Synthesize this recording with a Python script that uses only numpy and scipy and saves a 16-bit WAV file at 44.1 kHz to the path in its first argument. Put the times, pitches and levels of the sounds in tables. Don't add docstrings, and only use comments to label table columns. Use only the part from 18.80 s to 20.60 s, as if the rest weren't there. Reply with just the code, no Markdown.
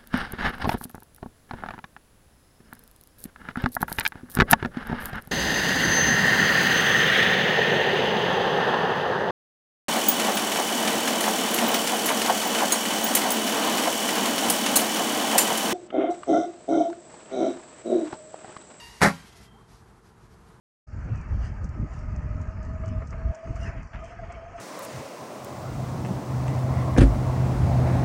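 import sys
import numpy as np
from scipy import signal
from scipy.fft import rfft, irfft
from scipy.io import wavfile

SR = 44100
rng = np.random.default_rng(int(sys.argv[2]) if len(sys.argv) > 2 else 0)


def file_out(sig):
    cols = np.atleast_2d(sig).T
    lim = np.clip(cols, -1, 1)
    pcm = np.round(lim * 32767).astype(np.int16)
    wavfile.write(sys.argv[1], SR, pcm)


N = 79380
T = np.arange(N) / SR

# time in seconds, gear pitch in Hz, gain in dB.
MOTOR_RUN = [(0, 942, 1.5), (0.071, 936, -0.5), (.11, 952, -7.5), (0.199, 930, -12), (0.381, 833, -23),
             (.46, 728, -14), (.53, 680, -15), (0.659, 671, -16), (.74, 654, -26)]
# harmonic number, level in dB.
WHINE_HARMONICS = [(1, -53.5), (2, -55.5), (3, -49.5), (4, -58), (5, -58)]
# frequency in Hz, relative density in dB.
GEAR_SPECTRUM = [(60, -22.5), (200, 1.5), (500, -5.5), (950, 2), (1400, -5), (1900, 3), (2500, -6),
                 (5000, -1.5), (8000, -8.5), (12000, -10)]
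# frequency in Hz, relative density in dB.
YARD_SPECTRUM = [(25, -19.5), (48, 6.5), (100, -2), (130, -3), (210, -3), (280, -13), (370, -7),
                 (450, -10.5), (540, -19.5), (740, -13.5), (1000, -12.5), (1400, -16), (2600, -29.5),
                 (6600, -33.5), (12000, -36.5)]
# frequency in Hz, level in dB.
HUM_TONES = [(119, -61), (350, -85), (452, -66.5)]
# frequency in Hz, relative density in dB.
CLATTER_SPECTRUM = [(30, -40), (70, -15), (130, -11), (330, -5), (800, -0.5), (1500, -0.5), (2200, -2.5),
                    (2700, -17.5), (4200, -12.5), (6500, -19.5), (11500, -22)]
# start in seconds, then clatter, panel ring and boom gains in dB.
STRIKER_BLOWS = [(.2162, -2.5, -5.5, -6), (.2215, -0.5, -9, -45.5), (.2278, -2.5, 3, -3),
                 (.2335, -1, -1, -36.5), (.2477, -6.5, 0, -5.5), (.2595, -6.5, -3.5, -44),
                 (.2718, -12, -15, -5), (.2835, -15, -12, -53), (.602, -65, -45, -32.5)]
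# frequency in Hz, level in dB, T60 in seconds.
PANEL_MODES = [(360, -26, 0.06), (415, -24.5, 0.082), (563.2, -24, 0.19), (654.4, -25, 0.13),
               (723, -20, 0.094), (808.6, -25.5, 0.21), (851, -22, 0.1), (961, -30.5, 0.22),
               (1128, -22.5, 0.12), (1385, -28, .2), (1523, -24.5, 0.074), (1593, -38.5, 0.38),
               (1736, -21, 0.089), (2018, -31, 0.098)]
# frequency in Hz, level in dB, T60 in seconds.
BUCKET_MODES = [(85.2, -41, .35), (144.3, -29.5, .38), (167.5, -24, 0.34), (197.8, -12.5, 0.14),
                (259, -25.5, 0.28)]
# frequency in Hz, relative density in dB.
ECHO_SPECTRUM = [(100, -16), (400, -6.5), (1600, 0.5), (2600, -3.5), (4800, -5), (8000, -11.5),
                 (12000, -12)]
SPRING_MODES_HZ = [3155, 3187]
# time in seconds, level per mode in dB.
SPRING_ENVELOPE = [(.22, -68), (.36, -63), (.58, -73.5), (.69, -66), (.81, -73.5), (0.879, -80)]
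# centre in seconds, Gaussian sigma in seconds, level in dB.
RUSTLE_SWELLS = [(0.479, 0.02, -55.5), (0.529, 0.0083, -58.5), (0.572, 0.015, -55), (0.634, 0.028, -56),
                 (.92, 0.028, -61.5), (0.987, 0.03, -65), (1.271, 0.028, -65), (1.442, 0.024, -68),
                 (1.531, 0.017, -65.5), (1.681, 0.046, -72.5)]
# frequency in Hz, relative density in dB.
RUSTLE_SPECTRUM = [(500, 0), (2000, 3), (3000, 1.5), (5200, 5), (8000, -2.5), (12000, -2.5)]
# time in seconds, pitch in Hz, level in dB.
FAR_GLIDE = [(.74, 770, -71), (.76, 799, -53), (.78, 995, -60), (.81, 1143, -62), (.83, 1160, -74)]

SHOT_S = STRIKER_BLOWS[0][0]
BINS_HZ = np.fft.rfftfreq(N, 1 / SR)


def amp(db):
    return 10 ** (np.asarray(db) / 20)


def unit(x):
    return x / np.sqrt(np.mean(x ** 2) + 1e-20)


def noise(spectrum, ripple_db=0):
    hz, db = np.transpose(spectrum)
    colour = amp(np.interp(np.log(BINS_HZ + 1), np.log(hz), db) + ripple_db)
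    return unit(irfft(colour * np.exp(2j * np.pi * rng.random(len(BINS_HZ))), N))


def drift(rate_hz):
    return unit(irfft(rfft(rng.standard_normal(N)) * np.exp(-(BINS_HZ / rate_hz) ** 2), N))


def tone(hz):
    return np.sin(2 * np.pi * np.cumsum(hz) / SR)


def strike(start_s, t60_s, rise_s=1 / SR):
    age_s = np.maximum(T - start_s, 0)
    return np.minimum(age_s / rise_s, 1) * np.exp(-np.log(1000) * age_s / t60_s)


def ring(start_s, modes):
    return sum(amp(db) * strike(start_s, t60_s, rise_s=0.00084) * np.sin(2 * np.pi * hz * (T - start_s))
               for hz, db, t60_s in modes)


def casing(depth_db=4.5, width_hz=110, corner_hz=1500):
    response = rng.standard_normal(N) * np.exp(-(T * width_hz) ** 2)
    ripple = np.tanh(unit(rfft(response).real))
    return depth_db * ripple * BINS_HZ ** 2 / (BINS_HZ ** 2 + corner_hz ** 2)


def motor_whine(shaft_hz=29, flutter_db=2):
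    time_s, pitch_hz, gain_db = np.transpose(MOTOR_RUN)
    wobble = .012 * np.cos(2 * np.pi * shaft_hz * T)
    jitter = .01 * drift(rate_hz=120)
    hz = np.interp(T, time_s, pitch_hz) * (1 + wobble + jitter)
    whine = sum(amp(db + flutter_db * drift(shaft_hz)) * tone(round(harmonic) * hz)
                for harmonic, db in WHINE_HARMONICS)
    return whine * np.interp(T, time_s, amp(gain_db), right=0)


def gear_rub(casing_db, level_db=-49.5, fade_db_per_s=12):
    return amp(level_db - fade_db_per_s * T) * noise(GEAR_SPECTRUM, casing_db) * (T < SHOT_S)


def yard(rumble_db=-53, waver_db=1, waver_hz=12.8):
    hum = sum(amp(db) * tone(hz * (1 + 0.0083 * drift(waver_hz))) for hz, db in HUM_TONES)
    return hum + amp(rumble_db + waver_db * drift(waver_hz)) * noise(YARD_SPECTRUM)


def latch(casing_db):
    envelope = amp(-27.5) * strike(start_s=0.206, t60_s=0.079, rise_s=0.0064)
    return envelope * noise(CLATTER_SPECTRUM, casing_db)


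def striker(casing_db, rise_s=0.0006):
    out = np.zeros(N)
    for start_s, clatter_db, ring_db, boom_db in STRIKER_BLOWS:
        crack = amp(-19.5) * strike(start_s, t60_s=0.0083, rise_s=rise_s)
        shake = amp(-14.5) * strike(start_s, t60_s=0.14, rise_s=rise_s)
        out += amp(clatter_db) * (crack + shake) * noise(CLATTER_SPECTRUM, casing_db)
        out += amp(ring_db) * ring(start_s, PANEL_MODES)
        out += amp(boom_db) * ring(start_s, BUCKET_MODES)
    return out


def echo(casing_db):
    return amp(-37.5) * strike(SHOT_S, t60_s=0.76) * noise(ECHO_SPECTRUM, casing_db)


def spring():
    time_s, db = np.transpose(SPRING_ENVELOPE)
    envelope = np.interp(T, time_s, amp(db), left=0, right=0)
    return envelope * sum(np.sin(2 * np.pi * hz * T) for hz in SPRING_MODES_HZ)


def rustles():
    swells = sum(amp(db) * np.exp(-.5 * ((T - centre_s) / sigma_s) ** 2)
                 for centre_s, sigma_s, db in RUSTLE_SWELLS)
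    return swells * noise(RUSTLE_SPECTRUM)


def far_tone():
    time_s, hz, db = np.transpose(FAR_GLIDE)
    envelope = np.interp(T, time_s, amp(db), left=0, right=0)
    return envelope * tone(np.interp(T, time_s, hz))


def scene():
    casing_db = casing()
    motor = motor_whine() + gear_rub(casing_db)
    shot = latch(casing_db) + striker(casing_db) + echo(casing_db) + spring()
    return (motor + shot + rustles() + far_tone() + yard())[None]


def record(dry, low_cut_hz=40.7, ceiling=.72, band_limit_hz=12150):
    thin = signal.sosfilt(signal.butter(2, low_cut_hz, "high", fs=SR, output="sos"), dry)
    soft = thin / (1 + (thin / ceiling) ** 4) ** .25
    low_pass = signal.firwin(511, band_limit_hz, window=("kaiser", 9), fs=SR)
    return signal.oaconvolve(soft, low_pass[None], "same")


dry = scene()
out = record(dry)
file_out(out)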